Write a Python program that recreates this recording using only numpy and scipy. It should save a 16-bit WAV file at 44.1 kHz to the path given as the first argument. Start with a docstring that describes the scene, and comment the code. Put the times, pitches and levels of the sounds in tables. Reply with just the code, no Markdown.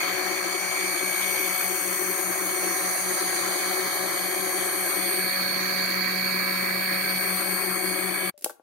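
"""An electric juicer runs under load on a stone kitchen counter, heard in two ports of a hand-held microphone.
From the start the motor hums and whines, made from sine tones locked to the shaft and the mains; filtered noise
makes the rush of its housing and the churning pulp. Late on, the microphone rises from the jug to the motor
housing, then sinks again. The sound breaks off; after a faint ring, short noise bursts make plastic snaps,
and clicks set decaying tones ringing for a few knocks, with reflections from the kitchen."""
import sys
import numpy as np
from scipy import signal
from scipy.fft import irfft
from scipy.io import wavfile
from scipy.ndimage import uniform_filter1d

SR = 44100
rng = np.random.default_rng(int(sys.argv[2]) if len(sys.argv) > 2 else 0)


def to_wav(sig):
    """Store sig (one row per channel, or 1-D mono) as 16-bit WAV at the path in sys.argv[1].

    Samples outside -1..1 are clipped; the rate is SR.
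    """
    pcm = np.clip(np.atleast_2d(sig), -1, 1) * 32767
    pcm = np.round(pcm).astype(np.int16)
    wavfile.write(sys.argv[1], SR, pcm.T)  # frames by channels


N = 380139
TIME = np.arange(N) / SR

MAINS_HZ, MAINS_START_CYCLES = 60.02, .17
SHAFT_START_TURNS, STOP_S = .05, 8.298
RASP_ABOVE_HZ = 1450
KITCHEN_T60_S = 0.4  # time for the lower echoes to fall by 60 dB
CUTOFF_HZ = 15850
# Churning pulp: left level beside the jug, and its change up at the housing.
CHURN_DB, CHURN_HOUSING_DB = -34.5, -5
# The load eases and builds in a slow cycle, this far either way.
LOAD_CYCLE_S, LOAD_EASES_AT_S, LOAD_SWING_DB = .585, 2.95, 0.5

# Shaft speed. Each row: time in seconds, speed in turns per second.
SHAFT_SPEED = [(0, 185.08), (2, 185.08), (3.5, 185.135), (5, 185.235), (6.2, 185.29), (8.3, 185.31)]
# Microphone place. Each row: time in seconds, place from 0 (beside the jug) to 1 (up at the housing).
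MICROPHONE_PLACE = [(0, 0.015), (4.85, 0.017), (5.45, 0.86), (6.9, 1), (7.35, 0.4), (8.3, 0.18)]
# Level changes as the microphone moves. Each row: time in seconds, then changes in dB for the body,
# the whine, the octave of the whine, the upper whine and the treble.
REGISTER_SWELLS = [(0, 3, 5.5, 0.5, 1, -2), (.5, 0.5, 1.5, 0.5, 3, -3.5), (1.3, 0.4, 3, 1, 4, 3),
                   (2.1, 0.5, -1, -1, 4, 2.5), (3.5, 2.5, -0.1, 3, 3, -1.5), (4.75, 1.5, 0, 1.5, 1, 1.5),
                   (5.1, 1.5, 2, 5, -0.5, 4), (5.6, 2, 0.5, 3.1, 3, 2.5), (6.7, 2.1, 0.5, 0.1, 0, 1.5),
                   (7.35, 2, 1.5, 1, -2.5, 4.5), (8.3, 0.7, 1, -3, -8, 0.5)]
# Once-per-turn hum of the unbalanced rotor, before its throb. Each row: time in seconds, left dB, right dB.
ROTOR_HUM = [(0, -51, -70), (2, -46.5, -60), (4.8, -47.5, -62), (5.4, -38.5, -48), (6.2, -37, -39.5),
             (7.1, -38, -42.5), (8.3, -39.5, -50)]
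# Mains hum of the stator, the still part of the motor. Each row: multiple of the mains rate, left dB, right dB.
STATOR_HUM = [(1, -78, -83), (2, -64, -71), (3, -54, -62)]
# Motor tones, before swells and trims. Each row: multiple of the shaft rate, multiple of the mains rate added,
# left and right level in dB at the jug, left and right level in dB at the housing.
MOTOR_TONES = [(1, -1, -61, -69, -59, -63), (1, 1, -57, -70, -50, -63), (2, 0, -37, -46, -47, -61),
               (3, 0, -40.5, -70, -38.5, -64), (4, 0, -36.5, -70, -40, -70), (5, -1, -47, -70, -61, -70),
               (5, 0, -47, -70, -57, -70), (6, -1, -45, -66, -46, -70), (6, 0, -45.5, -59, -56, -70),
               (6, 1, -50, -55, -52, -70), (7, 0, -44.5, -70, -53, -70), (9, 0, -59, -54, -49, -50),
               (12, -1, -55, -64, -48, -44), (12, 0, -45, -37, -41, -38), (12, 2, -53, -52, -50, -46),
               (23, 0, -48, -45, -56, -45), (24, -2, -50, -47, -57, -38), (24, -1, -46, -49, -52, -32),
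               (24, 1, -52, -50, -54, -44), (24, 2, -54, -49, -55, -46), (26, 0, -55, -49, -67, -52),
               (32, 0, -47, -50, -65, -57), (36, -3, -50, -65, -67, -70), (36, -2, -44, -56, -57, -70),
               (36, -1, -48, -59, -56, -70), (36, 0, -49, -52, -57, -70), (47, 0, -47, -44, -50, -70),
               (48, -3, -47, -44, -49, -70), (48, 1, -48, -52, -54, -70), (49, 0, -45, -47, -56, -70),
               (50, -1, -39.5, -52, -62, -70), (50, 0, -42, -52, -56, -70), (56, 0, -49, -48, -54, -54),
               (60, 0, -49, -65, -47, -60), (61, 0, -45, -59, -50, -70), (63, 0, -50, -45, -51, -70),
               (71, 0, -47, -58, -50, -53), (72, -1, -46, -69, -55, -70), (72, 0, -38.5, -58, -43, -57),
               (72, 1, -43, -68, -47, -53), (72, 2, -48, -70, -51, -61)]
# Octave of the slot tone, 24 per turn, before a trim. It shifts between the ports as the microphone moves
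# through its standing waves. Each row: time in seconds, left dB, right dB.
SLOT_OCTAVE_LEVELS = [(0.0, -32.5, -43.5), (1.44, -40, -67), (1.92, -45.3, -62), (2.88, -75, -49),
                      (3.36, -36, -42), (4.64, -68, -42), (4.96, -43, -57), (5.28, -40, -29),
                      (5.76, -66, -33.5), (6.08, -39, -32.5), (7.04, -48, -33), (8.28, -41, -38.5)]
# Upper mains sideband of the slot tone, which makes that tone flutter; it shifts between the ports too.
# Each row: time in seconds, left dB, right dB, before a trim.
SLOT_SIDEBAND_LEVELS = [(0.0, -36, -54), (0.8, -35.5, -29.5), (1.6, -44, -32), (1.76, -46, -44),
                        (3.52, -42.2, -64), (4.8, -37.5, -52.7), (5.12, -44, -34), (5.28, -47.7, -34),
                        (6.4, -35.5, -28.5), (7.2, -43, -30), (7.52, -56, -42.5), (8.28, -52, -31)]
# Commutator whistle, 48 per turn. Each row: time in seconds, level in dB before a trim, left minus right in dB.
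WHISTLE_LEVELS = [(0.0, -51, -10), (0.7, -38.5, 9), (1.36, -36.5, 12.0), (1.47, -53, 14), (1.59, -39, -16),
                  (4.43, -42, -46), (4.98, -35, 1), (5.14, -31.5, -11), (5.37, -43.5, 9), (5.99, -53, -5),
                  (6.41, -45.5, 32), (7.03, -43, 21), (7.38, -34.5, 0), (8.28, -40.5, 9)]
# Bands of the rush, before swells and trims. Each row: lower and upper edge in Hz,
# left and right level in dB at the jug, left and right level in dB at the housing.
RUSH_BANDS = [(120, 296, -54.5, -62.0, -49.5, -54.5), (495, 860, -38, -62.5, -44, -63),
              (975, 1410, -36.8, -49, -37.5, -56), (1510, 1740, -41, -41.5, -39.5, -37.5),
              (1770, 2060, -40.0, -41.0, -43.0, -35.5), (2060, 2510, -42, -39.5, -40.5, -34.5),
              (2520, 2780, -55, -50, -48, -47), (3000, 3550, -42.5, -67.0, -42.0, -61.0),
              (3780, 4080, -48.0, -58.5, -47.5, -44.0), (4200, 4810, -42, -41.5, -43.5, -35.5),
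              (4850, 5550, -58, -62, -57, -51), (5680, 6070, -48, -46.5, -56.0, -50.5),
              (6250, 6800, -43.0, -48.0, -49.5, -67.5), (6800, 7330, -46.0, -48.5, -51.0, -80),
              (7780, 8600, -45.5, -47.5, -52.5, -72), (8670, 9400, -37.5, -42.0, -46.5, -67.0),
              (9500, 10400, -41.0, -41.5, -50.5, -77.5), (10400, 11000, -46.5, -41.0, -55.0, -56.5),
              (11000, 12300, -40.0, -43.0, -42.0, -55.0), (12300, 13000, -41.0, -44.5, -45.5, -59.5),
              (13050, 13700, -39.5, -53.5, -40.0, -53.0), (13750, 14400, -45.0, -63.5, -44.0, -80),
              (14900, 15750, -48.5, -51.5, -45.0, -80)]
# Shading of the treble at the right port. Each row: time in seconds, change in dB.
RIGHT_TREBLE = [(0, -21), (.25, -4), (.55, -14), (1.45, -24), (1.62, -9), (2.9, 4), (6.3, -1), (6.9, -12),
                (7.4, -5), (8.3, -3)]
# How alike noise is at the two ports. 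Each row: pitch in Hz, likeness from 0 to 1.
PORT_LIKENESS = [(200, 1), (1000, 0.56), (2200, 0.29), (4500, 0), (9000, 0.05), (15000, 0.1)]
# Bowl resonances. Each row: centre in Hz, width in Hz, gain in dB before evening out.
BOWL_RESONANCES = [(304.7, 34.5, -5), (354.3, 44.3, 6.5), (374, 76.4, -0.5)]
# Marked lulls and surges of the pulp. Each row: middle in seconds, length in seconds, change in dB.
PULP_CHANGES = [(0.697, 0.083, -9), (1.207, 0.31, -4.5), (1.555, 0.084, -17), (2.682, 0.19, 1.5),
                (2.973, 0.23, -6), (5.217, 0.36, 5.5), (5.345, 0.13, -11), (7.178, 0.045, -6),
                (7.85, 0.89, 2)]
# A faint ring. Its single row: start in seconds, pitch in Hz, peak in dB before panning,
# seconds to fall by 60 dB.
FAINT_RING = (8.3415, 588, -55.5, .55)
# Plastic snaps. Each row: start in seconds, burst strength in dB before colouring,
# seconds to fall by 60 dB.
SNAP_BURSTS = [(8.3775, -38, 0.022), (8.388, -48, 0.086), (8.410, -42, 0.023), (8.422, -37, 0.06),
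               (8.442, -29, 0.012), (8.4446, -7.5, 0.0078), (8.446, -23.5, 0.053), (8.495, -32, 0.036),
               (8.504, -39, .04)]
# Snap colour. Each row: lower edge in Hz, upper edge in Hz, gain in dB.
SNAP_BANDS = [(250, 580, -1.5), (1800, 5700, -9.5), (4640, 6800, -7), (7740, 13400, -2), (11600, 22000, -7)]
# Knocks on the machine. Each row: time in seconds, click strength in dB, lower and upper edge of the contact in Hz.
KNOCK_CONTACTS = [(8.4443, -36, 200, 4000), (8.4617, -23, 370, 960), (8.4966, -29.5, 905, 1580),
                  (8.499, -33, 440, 650), (8.5078, -41, 300, 1800), (8.597, -47.5, 250, 1100)]
# Ways the machine's body rings. Each row: pitch in Hz, gain in dB, seconds to fall by 60 dB.
BODY_MODES = [(344, -9, .055), (510, -8.5, .065), (628, -7, .045), (700, -6, .012), (820, 1, .021),
              (1120, -8, .03), (1380, -6, .03), (1540, -7, .04)]


def from_db(db):
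    """Turn decibels into gain."""
    return np.exp(np.asarray(db) * float(np.log(10) / 20))


def rms_one(x):
    """Scale a sound to unit average power."""
    return x / np.sqrt(np.mean(x ** 2) + 1e-20)


def in_time(rows):
    """Give one curve per column, with straight lines between the rows."""
    seconds, *columns = np.transpose(rows)
    return np.array([np.interp(TIME, seconds, column) for column in columns], np.float32)


def panned(db):
    """Give left and right gains whose mean is one, set apart by this many dB."""
    gains = from_db(np.array([[.5], [-.5]]) * db)
    return gains / gains.mean(0)


def drift(rate):
    """Wander by chance with spread 1; a higher rate in Hz wanders faster."""
    step = 40  # samples that share one value
    r = np.exp(-2 * np.pi * rate * step / SR)
    chance = rng.standard_normal(N // step + 2002)
    slow = signal.lfilter([1], [1, -2 * r, r * r], chance)[2000:]  # skip the filter's start
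    return np.repeat(rms_one(slow).astype(np.float32), step)[:N]


def band(x, low_hz, high_hz, order=2):
    """Keep the pitches between two edges."""
    edges = [low_hz, max(high_hz, low_hz + 20)]
    return signal.sosfilt(signal.butter(order, edges, "band", fs=SR, output="sos"), x)


def fade_per_sample(t60):
    """Give the factor per sample that falls 60 dB in t60 seconds."""
    return np.exp(-np.log(1000) / (t60 * SR))


def ring(x, hz, t60):
    """Let a unit click set off a dying sine that starts at height 1."""
    r, w = fade_per_sample(t60), 2 * np.pi * hz / SR
    return signal.lfilter([0, np.sin(w)], [1, -2 * r * np.cos(w), r * r], x + 1e-18)


def click(s):
    """Make a unit click at one moment."""
    return signal.unit_impulse(N, min(round(s * SR), N - 1))


def port_noise(hz):
    """Make white noise at the two ports, as alike as they are at this pitch."""
    points = np.array(PORT_LIKENESS)
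    alike = np.clip(np.interp(np.log(hz), np.log(points[:, 0]), points[:, 1]), 0, 1)
    mid, side = rng.standard_normal((2, N))
    return np.sqrt(1 + alike) * mid + np.sqrt(1 - alike) * side * [[1], [-1]]


def reach(hz, port_db, place, swells):
    """Give the gain from machine to ports, from the microphone's place and the swell at this pitch."""
    jug_db, housing_db = np.reshape(np.float32(port_db), (2, 2, 1))
    register = np.searchsorted([2000, 3600, 5500, 7500], hz)  # body, whine, octave, upper whine, treble
    return from_db(jug_db + (housing_db - jug_db) * place + swells[register])


def pulp_load():
    """Give the pulp's load in dB: a slow cycle, with a smooth bump or dip for each surge or lull."""
    load_db = -LOAD_SWING_DB * np.cos(2 * np.pi * (TIME - LOAD_EASES_AT_S) / LOAD_CYCLE_S)
    for middle, length, db in PULP_CHANGES:
        load_db = load_db + db * np.exp(-(2 * (TIME - middle) / length) ** 2)
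    return load_db


def hum(shaft, mains, place, throb_db=5.0, stagger_rad=1.0):
    """The rotor turns just faster than the third mains harmonic; it throbs five times a second, most by the jug."""
    stator = sum(from_db([[left], [right]]) * np.cos(round(m) * mains) for m, left, right in STATOR_HUM)
    throb = throb_db * (1 - place) * np.cos(shaft - 3 * mains + stagger_rad * drift(2))
    rotor = from_db(in_time(ROTOR_HUM) + throb) * np.cos(shaft)
    return np.sqrt(2) * (stator + rotor)


def motor_tones(shaft, mains, place, swells, waver_db=2.5, waver_rate=1.45, level_db=-2.5,
                port_rad=1.0, scatter_rad=0.39, slot_db=3.5, load_share=1.0,
                rough_db=2.5, rough_rate=30, whine_db=-2.3):
    """The rotor and its twelve slots sound multiples of the turning rate; mains pulses put sidebands around them."""
    out = np.zeros((2, N), np.float32)
    # Sidebands keep nearly in step with their harmonic; the two ports hear it out of step.
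    start_rad = 2 * np.pi * rng.random((73, 1, 1))
    lead = np.float32(start_rad + port_rad * rng.standard_normal((73, 2, 1)))
    for per_turn, per_cycle, *port_db in MOTOR_TONES:
        k, m = round(per_turn), round(per_cycle)
        hz = k * SHAFT_SPEED[0][1] + m * MAINS_HZ
        offset = lead[k] + np.float32(scatter_rad * m * rng.standard_normal((2, 1)))
        gain_db = waver_db * np.clip(hz / 4000, .4, 1) * drift(waver_rate)
        if k == 2:  # this harmonic lies on the bowl's resonance and follows the pulp
            gain_db = gain_db + load_share * pulp_load()
        elif hz < 1500:  # grinding shakes the other low harmonics
            gain_db = gain_db + rough_db * (drift(rough_rate) - .5)
        elif k == 12:  # the slot rate itself drives the housing hardest
            gain_db = gain_db + slot_db
        tone = np.cos(k * shaft + m * mains + offset)
        out += from_db(gain_db) * reach(hz, port_db, place, swells) * tone
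    octave = from_db(in_time(SLOT_OCTAVE_LEVELS)) * np.cos(24 * shaft + lead[24])
    sideband = from_db(in_time(SLOT_SIDEBAND_LEVELS)) * np.cos(12 * shaft + mains + lead[12])
    return np.sqrt(2) * (from_db(level_db) * out + from_db(whine_db) * (octave + sideband))


def whistle(shaft, flutter_db=0.5, level_db=-0.3):
    """Forty-eight commutator bars pass under the brushes on each turn and whistle."""
    bars = 48 * shaft + np.array([[0], [1]], np.float32)  # the right port is one radian ahead
    loud_db, pan_db = in_time(WHISTLE_LEVELS)
    gain = from_db(loud_db + level_db + flutter_db * drift(5.7))
    return np.sqrt(2) * panned(pan_db) * gain * np.cos(bars)


def brush_buzz(shaft, order=88, count=8192):
    """The brushes scrape the same worn track on every turn: an even rasp of many shaft harmonics."""
    harmonics = np.exp(2j * np.pi * rng.random((2, order))) * (np.arange(order) > 0)
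    track = irfft(harmonics, count, axis=1)
    spot = (shaft / (2 * np.pi) * count).astype(int) % count
    return rms_one(track[:, spot])


def counter_echo(x, place, jug_s=.0016, housing_s=0.0031, sway_s=.00005, echo_db=-11.5):
    """The stone reflects the machine; the lag follows the hand, so fine notches slide through the hiss."""
    sway = sway_s * uniform_filter1d(drift(0.28), size=400)
    lag = jug_s + (housing_s - jug_s) * place + sway
    gain = from_db(echo_db)
    echo = np.array([np.interp(TIME - lag, TIME, port) for port in x])
    return (x + gain * echo) / np.sqrt(1 + gain ** 2)


def rush(shaft, mains, place, swells, mains_db=-0.56, turn_db=-1.0, spark_db=2.5, spark_sharpness=9.5,
         low_buzz=0.21, high_buzz=0.31, flicker_db=1.72, rattle_db=0.3, level_db=-0.76, wander_db=2.0):
    """Air noise and brush rasp pass the housing, pulsing with the mains; the brushes spark once per turn."""
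    pulsing = mains_db * np.cos(mains) + rattle_db * drift(31)
    low_pulse = from_db(pulsing + turn_db * np.cos(shaft))
    spark = np.abs(np.cos(shaft / 2)) ** spark_sharpness
    brush_pulse = from_db(pulsing + spark_db * spark)
    buzz, air = brush_buzz(shaft), port_noise(9000)
    roar, hiss = np.zeros((2, 2, N))
    for low_hz, high_hz, *port_db in RUSH_BANDS:
        hz = np.sqrt(low_hz * high_hz)
        if hz < 4000:
            noise, share, pulse = port_noise(hz), low_buzz, low_pulse
        else:
            noise, share, pulse = air, high_buzz, brush_pulse
        share = np.clip(share, 0, 1) * (hz > RASP_ABOVE_HZ)  # share of power given to the rasp
        source = (np.sqrt(1 - share) * noise + np.sqrt(share) * buzz) * pulse
        unrest_db = flicker_db * drift(15.6) + wander_db * (hz > 2500) * drift(0.62)
        gain = from_db(unrest_db) * reach(hz, port_db, place, swells)
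        layer = hiss if hz > 2500 else roar
        layer += rms_one(band(source, low_hz, high_hz, order=7)) * gain
    return from_db(level_db) * (roar + counter_echo(hiss, place))


def churn(place, lump_db=3.0, lump_rate=22, right_db=-15.5):
    """Pulp is dragged round in lumps and booms in the bowl."""
    drag = rng.standard_normal(N) * from_db(lump_db * drift(lump_rate))
    boom = 0
    for k, (hz, width, db) in enumerate(BOWL_RESONANCES):
        boom = boom + (-1) ** k * from_db(db) * band(drag, hz - width / 2, hz + width / 2)
    even = boom / np.sqrt(uniform_filter1d(boom ** 2, size=6000) + 1e-12)  # even out slow level changes
    loud_db = CHURN_DB + CHURN_HOUSING_DB * place + pulp_load()
    return even * from_db(loud_db) * from_db([[0], [right_db]])


def low_rumble(level_db=-70.5):
    """Faint low noise rumbles under the running machine."""
    return from_db(level_db) * rms_one(band(port_noise(1000), 17, 130, order=1))


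def quiet_room(level_db=-80):
    """Very faint, mostly low noise fills the room throughout."""
    return from_db(level_db) * rms_one(band(port_noise(1000), 60, 1500, order=1))


def faint_ring(pan_db=20.0):
    """Something rings softly in the lull, as one dying sine."""
    s, hz, db, t60 = FAINT_RING
    return panned(pan_db) * from_db(db) * ring(click(s), hz, t60)


def snaps(level_db=-1.5, pan_db=1.0):
    """Stiff plastic lets go in short bright bursts of noise."""
    envelope = 0
    for s, db, t60 in SNAP_BURSTS:
        fade = signal.lfilter([1], [1, -fade_per_sample(t60)], click(s) + 1e-18)
        envelope = envelope + from_db(db) * fade
    bursts = sum(from_db(db) * band(port_noise(low) * envelope, low, high) for low, high, db in SNAP_BANDS)
    return panned(pan_db) * from_db(level_db) * bursts


def knocks(pan_db=8.0):
    """Soft contacts set the machine's body ringing; the rings carry no deep bass."""
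    force = sum(from_db(db) * band(click(s) + 1e-18, low, high) for s, db, low, high in KNOCK_CONTACTS)
    body = sum(from_db(db) * ring(force, hz, t60) for hz, db, t60 in BODY_MODES)
    return panned(pan_db) * band(body, 210, 6000)


def kitchen(x, low_db=-14, high_db=-9.0, high_t60=0.2, split_hz=2500):
    """Tiles and counter send back dense reflections; the treble dies first."""
    t = TIME[:SR // 2]
    low, high = rng.standard_normal((2, 2, len(t))) * (t > .003)  # reflections start after 3 ms
    registers = [(low, (120, split_hz), KITCHEN_T60_S, low_db),
                 (high, (split_hz, CUTOFF_HZ), high_t60, high_db)]
    echoes = 0
    for noise, edges, t60, db in registers:
        tail = noise * np.exp(-np.log(1000) * t / t60)
        tail = tail / np.sqrt(np.sum(tail ** 2, axis=1, keepdims=True))
        echoes = echoes + from_db(db) * band(tail, *edges)
    return signal.oaconvolve(x, echoes, axes=1)[:, :N]


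def scene(jitter_rad=0.0026, stop_t60=0.022):
    """Join the running machine until its sound breaks off, the handling noises and the quiet room."""
    turns = np.cumsum(in_time(SHAFT_SPEED)[0], dtype=float) / SR + SHAFT_START_TURNS
    shaft = np.float32(2 * np.pi * (turns % 1) + jitter_rad * drift(21))  # angle in radians
    mains = np.float32(2 * np.pi * ((MAINS_HZ * TIME + MAINS_START_CYCLES) % 1))
    place = np.clip(in_time(MICROPHONE_PLACE)[0], 0, 1)
    body_db, whine_db, octave_db, upper_db, treble_db = in_time(REGISTER_SWELLS)
    treble_ports_db = np.array([treble_db, treble_db + in_time(RIGHT_TREBLE)[0]])
    swells = [body_db, whine_db, octave_db, upper_db, treble_ports_db]
    motor = hum(shaft, mains, place) + motor_tones(shaft, mains, place, swells) + whistle(shaft)
    juicer = motor + rush(shaft, mains, place, swells) + churn(place) + low_rumble()
    running = np.exp(-np.log(1000) * np.maximum(TIME - STOP_S, 0) / stop_t60)
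    handling = snaps() + knocks()
    return juicer * running + quiet_room() + faint_ring() + handling + kitchen(handling)


def record(dry):
    """Cut the top steeply."""
    return signal.sosfilt(signal.ellip(12, .1, 80, CUTOFF_HZ, fs=SR, output="sos"), dry)


dry = scene()
out = record(dry)
to_wav(out)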